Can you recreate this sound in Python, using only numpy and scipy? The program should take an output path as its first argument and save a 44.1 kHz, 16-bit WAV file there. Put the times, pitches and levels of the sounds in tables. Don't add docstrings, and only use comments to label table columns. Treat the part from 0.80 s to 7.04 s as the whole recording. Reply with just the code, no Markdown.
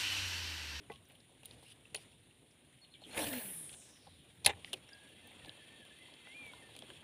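import sys
import numpy as np
from scipy import signal
from scipy.fft import rfft, irfft
from scipy.io import wavfile
from scipy.ndimage import uniform_filter1d

SR = 44100
rng = np.random.default_rng(int(sys.argv[2]) if len(sys.argv) > 2 else 0)


def dump_mix(stems):
    frames = np.atleast_2d(stems).T
    limited = np.clip(frames, -1, 1)
    pcm = np.round(limited * 32767).astype(np.int16)
    wavfile.write(sys.argv[1], SR, pcm)


def rack_gain(trim_db):
    fader = np.asarray(trim_db, float)
    return 10 ** (fader / 20)


N = 275139

# pitch_hz, level_db [dB per Hz]
MIDGE_COLOUR = [(900, -43), (1400, -52), (1550, -14), (2860, -6.5), (3700, -5), (4400, -15), (4750, -20.5),
                (6200, -28)]
# pitch_hz, level_db [dB per Hz]
CICADA_COLOUR = [(7100, -16.5), (7800, -22.5), (8300, -12), (9700, -2), (10500, -12), (10900, -23),
                 (11600, -16.5), (12200, -24.5), (15500, -24)]
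# time_s, pitch_hz, level_db
SQUEAL_PATH = [(5.445, 1955, -72), (5.456, 1975, -64), (5.478, 2030, -59.5), (5.52, 2120, -59),
               (5.544, 2250, -60), (5.549, 2385, -54), (5.575, 2420, -54), (5.602, 2415, -52),
               (5.654, 2330, -56), (5.705, 2230, -55.5), (5.735, 2160, -72), (5.765, 2120, -69),
               (5.8, 2090, -63), (5.82, 2060, -66), (5.826, 1820, -62), (5.88, 1770, -68),
               (5.93, 1700, -78)]
FIRM_DB = -35


def evened(x):
    return x / np.sqrt(np.mean(x ** 2) + 1e-20)


def read(points, hz):
    f, value = np.transpose(points)
    return np.interp(np.log(hz + 1), np.log(f + 1), value)


def curves(rows, left=-120.0):
    s, *columns = np.transpose(rows)
    t = np.arange(N) / SR
    return [np.interp(t, s, column, left, left) for column in columns]


def add(mix, s, sound):
    part = mix[round(s * SR):][:len(sound)]
    part += sound[:len(part)]


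def strokes(rows, taper):
    out = np.zeros(N)
    for s, length, db in rows:
        add(out, s, rack_gain(db) * signal.windows.tukey(round(length * SR), taper))
    return out


def resonate(x, hz, width):
    turn = np.exp(2j * np.pi * np.cumsum(hz * np.ones(len(x))) / SR)
    r = np.exp(-np.pi * width / SR)
    return 2 * (turn * signal.lfilter([1 - r], [1, -r], x / turn)).real


def toned(x, hz, narrow, wide):
    return evened(resonate(resonate(x, hz, narrow), hz, wide))


def hiss(colour_db, patchy_db, flicker_db, size=256, edge=None):
    hop = size // 4
    hz = np.fft.rfftfreq(size, 1 / SR)[:, None]
    a, b, patches = rng.standard_normal((N // hop + 5, size // 2 + 1, 3)).T
    flicker = evened(uniform_filter1d(patches[0], size=4))
    patches = uniform_filter1d(patches, size=size // 64, axis=0)
    patches = evened(uniform_filter1d(patches, size=8192 // size, axis=1))
    gain = rack_gain(sum(read(c, hz) for c in colour_db) + patchy_db * patches + flicker_db * flicker)
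    if edge is not None:
        place = hz / edge[np.minimum(np.arange(a.shape[1]) * hop, N - 1)]
        crest = 1 + 6.5 * np.exp(-((place - 0.88) / 0.26) ** 2)
        gain = gain * crest / np.sqrt(1 + place ** 6.5) + 0.25 * gain
        gain = gain / np.sqrt((gain ** 2).mean(0))
    return evened(signal.istft((a + 1j * b) * gain, nperseg=size, noverlap=size - hop)[1][:N])


def swamp():
    # pitch_hz, level_db [dB per Hz]
    air_colour = [(24, -55), (40, -9), (133, -2), (215, -12.5), (251, -9), (405, -11.5), (511, -26),
                  (569, -18.5), (1600, -43), (2080, -63), (3520, -120)]
    air = rack_gain(-69.5) * hiss([air_colour], 0.61, 0.96, size=1024)
    insects = rack_gain(-72.5) * hiss([MIDGE_COLOUR + CICADA_COLOUR], 1.0, 0.82, size=512)
    return air + insects


def bird():
    # time_s, under_top_hz, slow_start_share [0-1], fall_share [0-1]
    chip_shape = [
        (0, 60, 1, 0),
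        (.008, 30, .3, 0),
        (.017, 0, 0, 0),
        (.0265, 110, 0, 0),
        (.028, 400, 0, 1),
        (.0305, 1150, 0, 1),
        (.034, 1800, 0, .8),
    ]
    # start_s, held_level_db, fall_level_db, stretch [times], top_hz, rise_hz
    chip_calls = [
        (2.014, -61, -57, 1.14, 4340, -60),
        (2.111, -67, -52, 1.01, 4310, 220),
        (2.21, -64, -49, 1., 4330, 150),
        (2.306, -59, -51, 1., 4350, 250),
        (2.408, -52, -49, 1.15, 4250, 250),
        (2.533, -54, -52, 1.15, 4280, 330),
    ]
    # start_s, length_s, from_hz, to_hz, level_db
    second_drops = [
        (2.146, .014, 3650, 2850, -54),
        (2.147, .012, 2500, 2150, -61),
        (2.245, .014, 3600, 2800, -52),
        (2.262, .01, 3500, 3000, -60),
    ]
    s, under_hz, start_share, fall = np.transpose(chip_shape)
    calls = np.zeros(N)
    for start, hold_db, fall_db, stretch, top_hz, rise_hz in chip_calls:
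        t = np.arange(0, s[-1], 1 / SR / stretch)
        db = hold_db + (fall_db - hold_db) * np.interp(t, s, fall)
        hz = np.interp(t, s, top_hz - under_hz - rise_hz * start_share)
        note = np.sin(2 * np.pi * np.cumsum(hz) / SR)
        add(calls, start, rack_gain(db) * note * signal.windows.tukey(len(t), 0.15))
    for start, length, from_hz, to_hz, db in second_drops:
        hz = np.linspace(from_hz, to_hz, round(length * SR))
        note = np.sin(2 * np.pi * np.cumsum(hz) / SR)
        add(calls, start, rack_gain(db) * note * signal.windows.tukey(len(hz), 0.5))
    t = np.arange(SR // 4) / SR
    trees = rng.standard_normal(len(t)) * rack_gain(-60 * t / 0.12) * (t > 0.006)
    trees *= rack_gain(-5.5) / np.linalg.norm(trees)
    trees[0] = 1
    return signal.oaconvolve(calls, trees)[:N]


def hands():
    # time_s, effort_db
    effort_path = [(0.0, -70), (0.48, -73), (0.79, -68.5), (0.93, -73.5), (1.24, -67), (1.45, -75),
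                   (2.22, -72.5), (2.32, -58), (3.2, -70.5), (3.5, -71.5), (3.84, -65), (4.27, -68),
                   (4.7, -64), (5.12, -68), (5.67, -64.5), (5.9, -64.5), (6.15, -64), (6.24, -68)]
    # pitch_hz, level_db
    cloth_colour = [(900, -10), (1500, 6.5), (4500, 0.5), (6000, 5.5), (9500, -4.5), (12000, -4),
                    (16000, -4)]
    # pitch_hz, level_db [dB per Hz]
    sleeve_colour = [(1000, -18), (2800, 7), (4300, 0.5), (5500, -6), (7500, -11), (9700, 5), (12000, -14),
                     (15500, -16)]
    # start_s, length_s, level_db
    scuffs = [
        (0.088, 0.071, -69.5),
        (0.62, 0.16, -67),
        (0.762, 0.084, -70),
        (0.822, 0.063, -65.5),
        (0.871, 0.07, -61),
        (1.146, 0.11, -62),
        (2.923, 0.033, -61.5),
        (3.839, 0.08, -62),
        (3.93, 0.056, -67),
    ]
    # pitch_hz, level_db [dB per Hz]
    bump_colour = [(100, -44), (170, -10.5), (258, 0.5), (386, -6), (451, -3), (1330, -14.5), (1500, -14.5),
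                   (1950, -66), (3300, -120)]
    # peak_s, level_db
    jolt_rows = [(.1, -52.5), (.76, -52.5), (1.13, -59), (1.38, -62), (2.43, -43.5), (2.95, -56.5),
                 (3.3, -58), (3.68, -47), (3.98, -57), (4.39, -62), (4.62, -53.5), (5.68, -59), (5.98, -58),
                 (6.201, -57)]
    t = np.arange(N) / SR
    effort_db = curves(effort_path)[0]
    rub = rack_gain(-69 + 0.98 * (effort_db + 70.5))
    cloth = rub * hiss([MIDGE_COLOUR + CICADA_COLOUR, cloth_colour], 1.8, 1.64, size=512)
    scuffing = strokes(scuffs, 0.51) * hiss([sleeve_colour], 1.8, 0.96)
    bumps = rack_gain(effort_db) * hiss([bump_colour], 2.4, 0.99, size=1024)
    rumble = evened(resonate(resonate(rng.standard_normal(N), 67.0, 85.8), 124.0, 110.0))
    rise, fall = 124, 87
    jolts = sum(rack_gain(db + np.minimum(rise * (t - s), fall * (s - t))) for s, db in jolt_rows)
    return cloth + scuffing + bumps + rack_gain(-8.0) * jolts * rumble


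def rod():
    # time_s, level_db
    swing = [
        (2.2, -92),
        (2.225, -69),
        (2.31, -68),
        (2.38, -40),
        (2.5, -47.5),
        (2.564, -47),
        (2.642, -57),
        (2.85, -67),
        (2.95, -62),
    ]
    # pitch_hz, level_db [dB per Hz]
    tip_colour = [(700, -8), (1080, -32), (1400, -14.5), (1750, -4.5), (2050, -9.5), (2470, -6),
                  (3820, -10.5), (4560, -17), (6630, -20), (8000, -19.5), (9160, -13), (12000, -21),
                  (15600, -35)]
    # time_s, level_db
    thrust = [
        (2.3, -87),
        (2.335, -58),
        (2.365, -46.5),
        (2.385, -40),
        (2.41, -46.5),
        (2.44, -44.5),
        (2.462, -56.5),
        (2.56, -54),
        (2.65, -63),
    ]
    # pitch_hz, width_hz, level_db
    butt_tones = [(554, 176, 8), (850, 52, 2.5), (986, 60, -8.5), (680, 250, 0.5)]
    # time_s, pitch_hz, level_db
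    sing_path = [
        (2.345, 2100, -64),
        (2.375, 2200, -44),
        (2.395, 2350, -42),
        (2.415, 3300, -41),
        (2.44, 3660, -49),
        (2.47, 3180, -50),
        (2.5, 3000, -64),
    ]
    # start_s, length_s, level_db
    guide_gusts = [
        (2.405, 0.086, -61),
        (2.5, 0.05, -53.5),
        (2.58, 0.057, -57),
    ]
    # start_s, length_s, level_db
    lashes = [
        (2.385, .064, -47),
        (2.26, .05, -66),
    ]
    # start_s, length_s, level_db, from_hz, to_hz
    hum_glides = [
        (2.382, .055, -40, 335, 287),
        (2.428, 0.034, -47, 266, 199),
        (2.458, .05, -43, 268, 309),
        (2.495, .115, -41, 268, 235),
        (2.61, .13, -56, 210, 175),
        (2.72, .17, -60, 175, 145),
    ]
    air = rng.standard_normal((2, N))
    tip = rack_gain(curves(swing)[0]) * hiss([tip_colour], 2.6, 2.2)
    butt = sum(rack_gain(db) * toned(air[0], hz, width, 3 * width) for hz, width, db in butt_tones)
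    butt = rack_gain(curves(thrust)[0]) * evened(butt)
    sing_hz, sing_db = curves(sing_path)
    sing = rack_gain(sing_db) * toned(air[1], abs(sing_hz), 320.0, 700.0)
    gusts = strokes(guide_gusts, 0.63) * toned(air[1], 1760, 170.0, 400.0)
    lash = strokes(lashes, 0.4) * toned(air[0], 9500, 1500.0, 3000.0)
    hum = np.zeros(N)
    clear = 0.8
    for s, length, db, from_hz, to_hz in hum_glides:
        hz = np.linspace(from_hz, to_hz, round(length * SR))
        fuzz = toned(air[1, round(s * SR):][:len(hz)], hz, 25.0, 60.0)
        turn = 2 * np.pi * np.cumsum(hz) / SR
        steady = np.sqrt(2) * (np.sin(turn) + rack_gain(-9) * np.sin(2 * turn))
        tone = (1 - clear) * fuzz + clear * steady
        add(hum, s, rack_gain(db - 2.5) * signal.windows.tukey(len(hz), 0.6) * tone)
    return tip + butt + sing + gusts + lash + hum


def spool():
    # pitch_hz, level_db [dB per Hz]
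    line_colour = [(1470, -11), (2500, -27), (3700, 0), (4650, -8), (5250, 4), (6200, 0), (7420, 3),
                   (9580, 18.5), (11700, 9), (13000, 4), (14200, 7), (15400, 12), (16000, -16)]
    release_s, fastest_s, thins_s, coast_s, stops_s = 2.33, 2.545, 2.793, 3.15, 3.55
    start_hz, fastest_hz = 12800, 18770
    t = np.arange(N) / SR
    spin_up = np.clip((t - release_s) / (fastest_s - release_s), 0, 1)
    slowing = np.exp(-np.maximum(t - fastest_s, 0) / 0.57)
    edge_hz = (start_hz + (fastest_hz - start_hz) * spin_up) * slowing
    hiss_db = -47 + 2.5 * (1 - spin_up) - 58 * np.maximum(t - thins_s, 0)
    onset = np.clip((t - release_s) / 0.047, 0, 1) ** 2
    running = onset * rack_gain(hiss_db) * hiss([line_colour], 1.8, 1.6, edge=np.maximum(edge_hz, 2000))
    whisper = toned(rng.standard_normal(N), 0.8 * edge_hz, 700.0, 1400.0)
    coast = np.clip(np.minimum(stops_s - t, t - coast_s) / 0.12, 0, 1)
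    return running + rack_gain(-67.5) * coast * whisper


def whistle():
    # start_s, length_s, from_hz, to_hz, level_db
    pushes = [(4.1, .197, 1640, 1660, -64), (4.3, .056, 1760, 1770, -69), (4.358, .055, 2000, 2090, -66),
              (4.415, .09, 1790, 1790, -67), (4.51, .088, 2070, 2060, -66), (4.6, .055, 1860, 1790, -66),
               (4.665, .098, 1700, 1775, -62), (4.77, .075, 1800, 1740, -63),
              (4.85, 0.128, 1810, 1770, -64), (4.985, .105, 1740, 1540, -67), (5.095, .08, 1710, 1775, -62),
              (5.18, .135, 2030, 2046, -64), (5.32, .055, 2070, 2080, -64), (5.39, .058, 2080, 2060, -67)]
    rows = []
    for s, length, from_hz, to_hz, db in pushes:
        top_hz = (from_hz + to_hz) / 2 + 60 * length
        end = s + length
        rows += [(s - 0.002, from_hz, -80.0), (s, from_hz, db - 11.0), (s + 0.02024, from_hz, db + 0.5)]
        rows += [(s + 0.62 * length, top_hz, db), (end - 0.02, to_hz, db)]
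        rows += [(end, to_hz, db - 12.0), (end + 0.002, to_hz, -80.0)]
    return curves(sorted(rows) + SQUEAL_PATH)


def crank():
    # time_s, whir_level_db
    whir_path = [
        (3.95, -96),
        (4.03, -57.5),
        (4.78, -54.5),
        (5.31, -53),
        (5.56, -51.5),
        (5.68, -54.5),
        (6.24, -55.5),
    ]
    # pitch_hz, width_hz, level_db
    gear_tones = [(2700, 170, 13), (3133, 170, 14), (3300, 110, 12), (3700, 120, 6), (2380, 30, 3),
                  (2080, 30, 2), (1790, 40, 1)]
    # pitch_hz, width_hz, level_db
    pinion_tone = (4400, 50, 1.5)
    wobble = evened(uniform_filter1d(rng.standard_normal((2, N)), size=900))
    roughness = evened(uniform_filter1d(rng.standard_normal(N), size=300))
    mesh = rng.standard_normal((2, N)) * rack_gain(1.25 * roughness)
    tones = gear_tones + [pinion_tone]
    whir = sum(rack_gain(db) * toned(mesh[0], hz, width, 3.3 * width) for hz, width, db in tones)
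    hz, db = whistle()
    clear = np.clip((db + 61) / 5, 0.36, 1)
    clear = np.maximum(clear, 0.85 * (np.arange(N) > SQUEAL_PATH[0][0] * SR))
    hz = abs(hz) * (1 + (0.002 + 0.011 * (1 - clear)) * wobble[0])
    fuzzy = toned(mesh[1], hz, 56.0, 100.0) * rack_gain(2.0 * wobble[1])
    tone = np.sqrt(2) * np.sin(2 * np.pi * np.cumsum(hz) / SR)
    bearing = rack_gain(db) * (clear * tone + (1 - clear) * fuzzy)
    return rack_gain(curves(whir_path)[0] - 10.0) * evened(whir) + bearing


def snaps():
    # start_s, level_db
    snap_rows = [(0.1256, -59), (.119, -62), (0.245, -61), (.253, -62), (0.2875, -55), (.2915, -59),
                 (.299, -63), (.3195, -58), (.3255, -59), (0.3511, -61), (.356, -62), (.834, -60),
                 (3.178, -67), (3.44, -72), (3.537, -66), (3.562, -67), (3.719, -63), (3.731, -62),
                 (0.6566, -38), (2.3126, -70), (2.3251, -59), (3.5538, -64), (3.5783, -64), (3.6844, -42),
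                 (2.94, -57), (4.2921, -61), (4.473, -49), (4.5181, -58), (4.6473, -66), (4.6791, -55),
                 (5.0519, -64), (5.664, -51), (5.7323, -59), (5.8886, -74), (5.9648, -58), (5.9895, -58),
                 (6.0487, -63)]
    t = np.arange(128) / SR
    out = np.zeros(N)
    for s, db in snap_rows:
        add(out, s, rack_gain(db + 3.0 - 60 * t / 0.0056) * rng.standard_normal(128))
    return signal.sosfilt(signal.butter(4, 10500.0, "high", fs=SR, output="sos"), out)


def rings():
    # start_s, pitch_hz, level_db, time_to_fall_60_db_s
    ring_rows = [(0., 410, -57.5, .2), (0., 300, -57.5, 0.24), (.103, 1520, -58, 0.067),
                 (0.099, 2400, -56, .05), (0.098, 1050, -48, .03), (3.6482, 2450, -36, 0.026),
                 (3.6638, 9800, -11, .009), (3.664, 13800, -28, .01), (1.147, 9700, -32, .014),
                 (4.09, 5550, -52, .02), (3.931, 8400, -36, .008), (3.663, 2110, -17, .016),
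                 (3.6632, 2620, -18, .014), (3.6615, 4250, -17, .014), (3.668, 420, -43, .2),
                 (1.147, 6900, -36, .015), (1.156, 420, -44, 0.04), (3.938, 370, -46, .07),
                 (3.932, 1150, -46, .03), (3.932, 1550, -47, .02), (3.9315, 3950, -32, .012),
                 (3.846, 3650, -37, .007), (3.846, 2000, -39, .007), (.104, 800, -50, .1),
                 (.1, 200, -52, .1), (1.33, 2750, -55, .02), (1.51, 2750, -56, .02),
                 (3.648, 11000, -36, .012), (5.471, 1500, -50, .015), (1.145, 542, -42, .05),
                 (3.934, 520, -45.5, 0.068), (.1, 2000, -48, 0.074), (0.102, 455, -38, 0.054),
                 (.102, 803, -40.5, 0.034), (.112, 1095, -55, 0.19), (.657, 9650, -42, 0.032),
                 (.863, 2770, -49.5, 0.033), (1.054, 2700, -47.5, 0.021), (1.1575, 9717, -35, 0.05),
                 (1.1595, 9717, -35, 0.04), (3.268, 800, -50, 0.028), (3.666, 84.4, -44, 0.34),
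                 (3.668, 800, -35, 0.15), (3.877, 1955, -46.5, 0.028), (4.132, 4850, -43.5, 0.022),
                 (5.285, 990, -54.5, 0.028), (5.735, 990, -49, 0.042), (5.734, 1450, -51, 0.032),
                 (6.103, 1618, -45.5, 0.018)]
    t = np.arange(12000) / SR
    out = np.zeros(N)
    for s, hz, db, t60 in ring_rows:
        swell = np.minimum(t / (0.0008 + 0.3 / hz), 1)
        add(out, s, rack_gain(db - 60 * t / t60) * swell * np.sin(2 * np.pi * hz * t))
    return out


def blows(rows, t60, soft):
    return [row + (t60 * rack_gain(soft * (FIRM_DB - row[1])),) for row in rows]


def knocks(rows, sharp):
    # pitch_hz, level_db
    shell_colour = [(300, -47), (450, 13.5), (800, 15), (1100, 4), (1500, -43)]
    # pitch_hz, level_db
    bright_colour = [(4800, -26.5), (6500, -9), (8000, -8.5), (10000, 4), (11300, -6), (12500, -14.5),
                     (14000, -13), (16500, -24)]
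    t = np.arange(4096) / SR
    hz = np.fft.rfftfreq(4096, 1 / SR)
    attack = np.minimum(t / 0.00019, 1)
    out = np.zeros(N)
    for s, db, ring_hz, low_db, high_db, t60 in rows:
        blow = rng.standard_normal((3, 4096))
        width = ring_hz / sharp
        ring = toned(blow[0], ring_hz, width, 2 * width)
        low = irfft(rfft(blow[1]) * rack_gain(read(shell_colour, hz)))
        high = irfft(rfft(blow[2]) * rack_gain(read(bright_colour, hz)))
        sound = np.zeros(4096)
        for part, part_db, stretch in ((ring, 0, 0.99), (low, low_db, 2.7), (high, high_db, 0.95)):
            part = part * attack * rack_gain(-60 * t / (stretch * max(t60, 0.003)))
            sound += rack_gain(part_db) * part / abs(part).max()
        add(out, s, rack_gain(db) * sound)
    return out


def ticks():
    # start_s, level_db, ring_hz, hollow_db
    knock_rows = [(.0994, -49, 1990, 5.5), (0.1187, -45.5, 3040, -5), (0.1254, -49, 3100, -17),
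                  (0.1374, -48, 3070, -20), (.149, -54, 3100, -20), (.158, -51, 3000, -20),
                  (.299, -53, 2800, -20), (.307, -53, 2700, -10), (.352, -60, 3000, -20),
                  (.403, -56, 4000, -20), (.253, -64, 5800, -25), (0.71, -42.5, 3900, -15),
                  (1.711, -65, 5200, -25), (2.906, -52, 3200, -25), (2.2182, -54, 3500, 2),
                  (2.894, -41, 3100, -28), (2.928, -47, 3300, -20), (2.939, -47.5, 3220, -14),
                  (3.272, -53, 3810, 1), (3.8459, -33, 2800, -20), (4.0906, -53, 1830, -4),
                  (4.5156, -51.5, 2137, -15), (4.5976, -50, 2800, -13), (4.6468, -43, 3230, -12),
                  (4.6578, -49, 3470, -3), (4.6938, -35.5, 3095, -15.5), (5.3388, -45, 3160, -20),
                  (5.471, -46.5, 2045, -7), (5.6394, -49, 2330, -8), (5.6643, -51, 2293, -2),
                  (5.7348, -47.5, 3440, -13), (5.89, -56, 3320, 0), (5.951, -47, 3300, -7.5),
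                  (6.0223, -40, 3300, -8), (6.102, -40, 3030, -9), (6.1573, -53, 3290, -16),
                  (6.229, -51.5, 2060, -23)]
    # start_s, level_db, ring_hz, hollow_db
    tap_rows = [(0.3194, -60, 2510, -8.5), (.494, -65, 3460, 2), (.6323, -51, 2600, -10),
                (.65, -54, 3700, -11), (0.6562, -43.5, 3500, -26), (0.8283, -66, 3190, 12),
                (2.217, -64, 7500, -10), (2.3106, -56, 7000, -10), (2.3285, -54, 7000, -10),
                (2.346, -43, 2550, -1), (2.49, -46, 5000, -15), (2.4426, -32, 3400, -6),
                (2.47, -35.5, 3100, -10), (2.536, -38, 1720, -15), (2.6573, -48, 2560, -10),
                (4.475, -58, 3630, 1), (5.0512, -51, 3300, -8), (5.187, -56, 2047, -16),
                (5.9642, -42.5, 2980, -11), (5.9898, -44, 3300, -31)]
    rows = [tuple(row) + (-32,) for row in knock_rows]
    rows += [tuple(row) + (-2,) for row in tap_rows]
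    return knocks(blows(rows, 0.0089, 0.41), 5.2)


def clutch():
    # start_s, level_db, ring_hz, edge_db
    latch_rows = [(1.145, -39, 2880, -9), (1.1468, -34, 4200, 1), (1.149, -30.5, 2520, -12),
                  (1.157, -42, 2940, -3), (1.163, -41.5, 4200, -11), (1.173, -48, 2800, -6),
                  (3.6446, -41, 3630, -3), (3.6483, -25.5, 4270, -6), (3.6532, -28.5, 3800, -7),
                  (3.6613, -12, 3900, -2), (3.6638, -14, 2700, 3), (3.6655, -25, 3560, 8),
                  (3.6718, -23, 3640, -7), (3.6751, -25, 3800, -8), (3.6807, -36, 3000, -2),
                  (3.9304, -36, 3700, -6), (3.9314, -27, 3400, -5), (3.9368, -36, 3900, 0),
                  (3.9376, -29, 3040, -11), (3.9424, -46, 2500, -11)]
    # time_s, level_db
    shudder = [
        (3.664, -26),
        (3.675, -33.5),
        (3.686, -35),
        (3.698, -32.5),
        (3.706, -37),
        (3.712, -44),
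        (3.725, -57),
        (3.79, -80),
    ]
    # pitch_hz, level_db [dB per Hz]
    handle_colour = [(40, -10), (110, 5.5), (300, -1), (550, 8), (800, 5), (1100, -2), (1500, -2),
                     (2600, 5), (3640, 0.5), (4730, -19), (9500, -15), (12000, -33), (16000, -67)]
    # pitch_hz, width_hz, level_db
    frame_tones = [(396, 50, -5), (808, 76, 2), (1484, 41, -6.5), (1730, 170, 2.5), (2330, 47, -5),
                   (2620, 59, -7), (2940, 58, -8), (3410, 19, -10.5), (3580, 36, -5)]
    rows = [(s, db, hz, -15.0 + 0.35 * (FIRM_DB - db), edge_db) for s, db, hz, edge_db in latch_rows]
    latch = knocks(blows(rows, 0.018, 0.33), 5.4)
    shake = hiss([handle_colour], 2.0, 1.74)
    grit = np.diff(shake, prepend=0) ** 3
    frame = sum(rack_gain(db) * toned(grit, hz, width + 100.0, 3 * width + 200.0)
                for hz, width, db in frame_tones)
    return latch + rack_gain(curves(shudder)[0]) * (rack_gain(-4.5) * shake + rack_gain(-3) * evened(frame))


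def scene():
    tackle = rod() + spool() + crank() + snaps() + rings() + ticks() + clutch()
    return (swamp() + bird() + hands() + tackle)[None]


def low_pass(x):
    return signal.sosfilt(signal.butter(12, 16670, fs=SR, output="sos"), x)


def record(dry):
    heard = signal.sosfilt(signal.butter(3, 62, "high", fs=SR, output="sos"), dry)
    below = signal.oaconvolve(heard, signal.firwin(255, 15500, fs=SR)[None], "same")
    mix = below + rack_gain(-30.0) * (heard - below)
    return low_pass(mix)


dry = scene()
out = record(dry)
dump_mix(out)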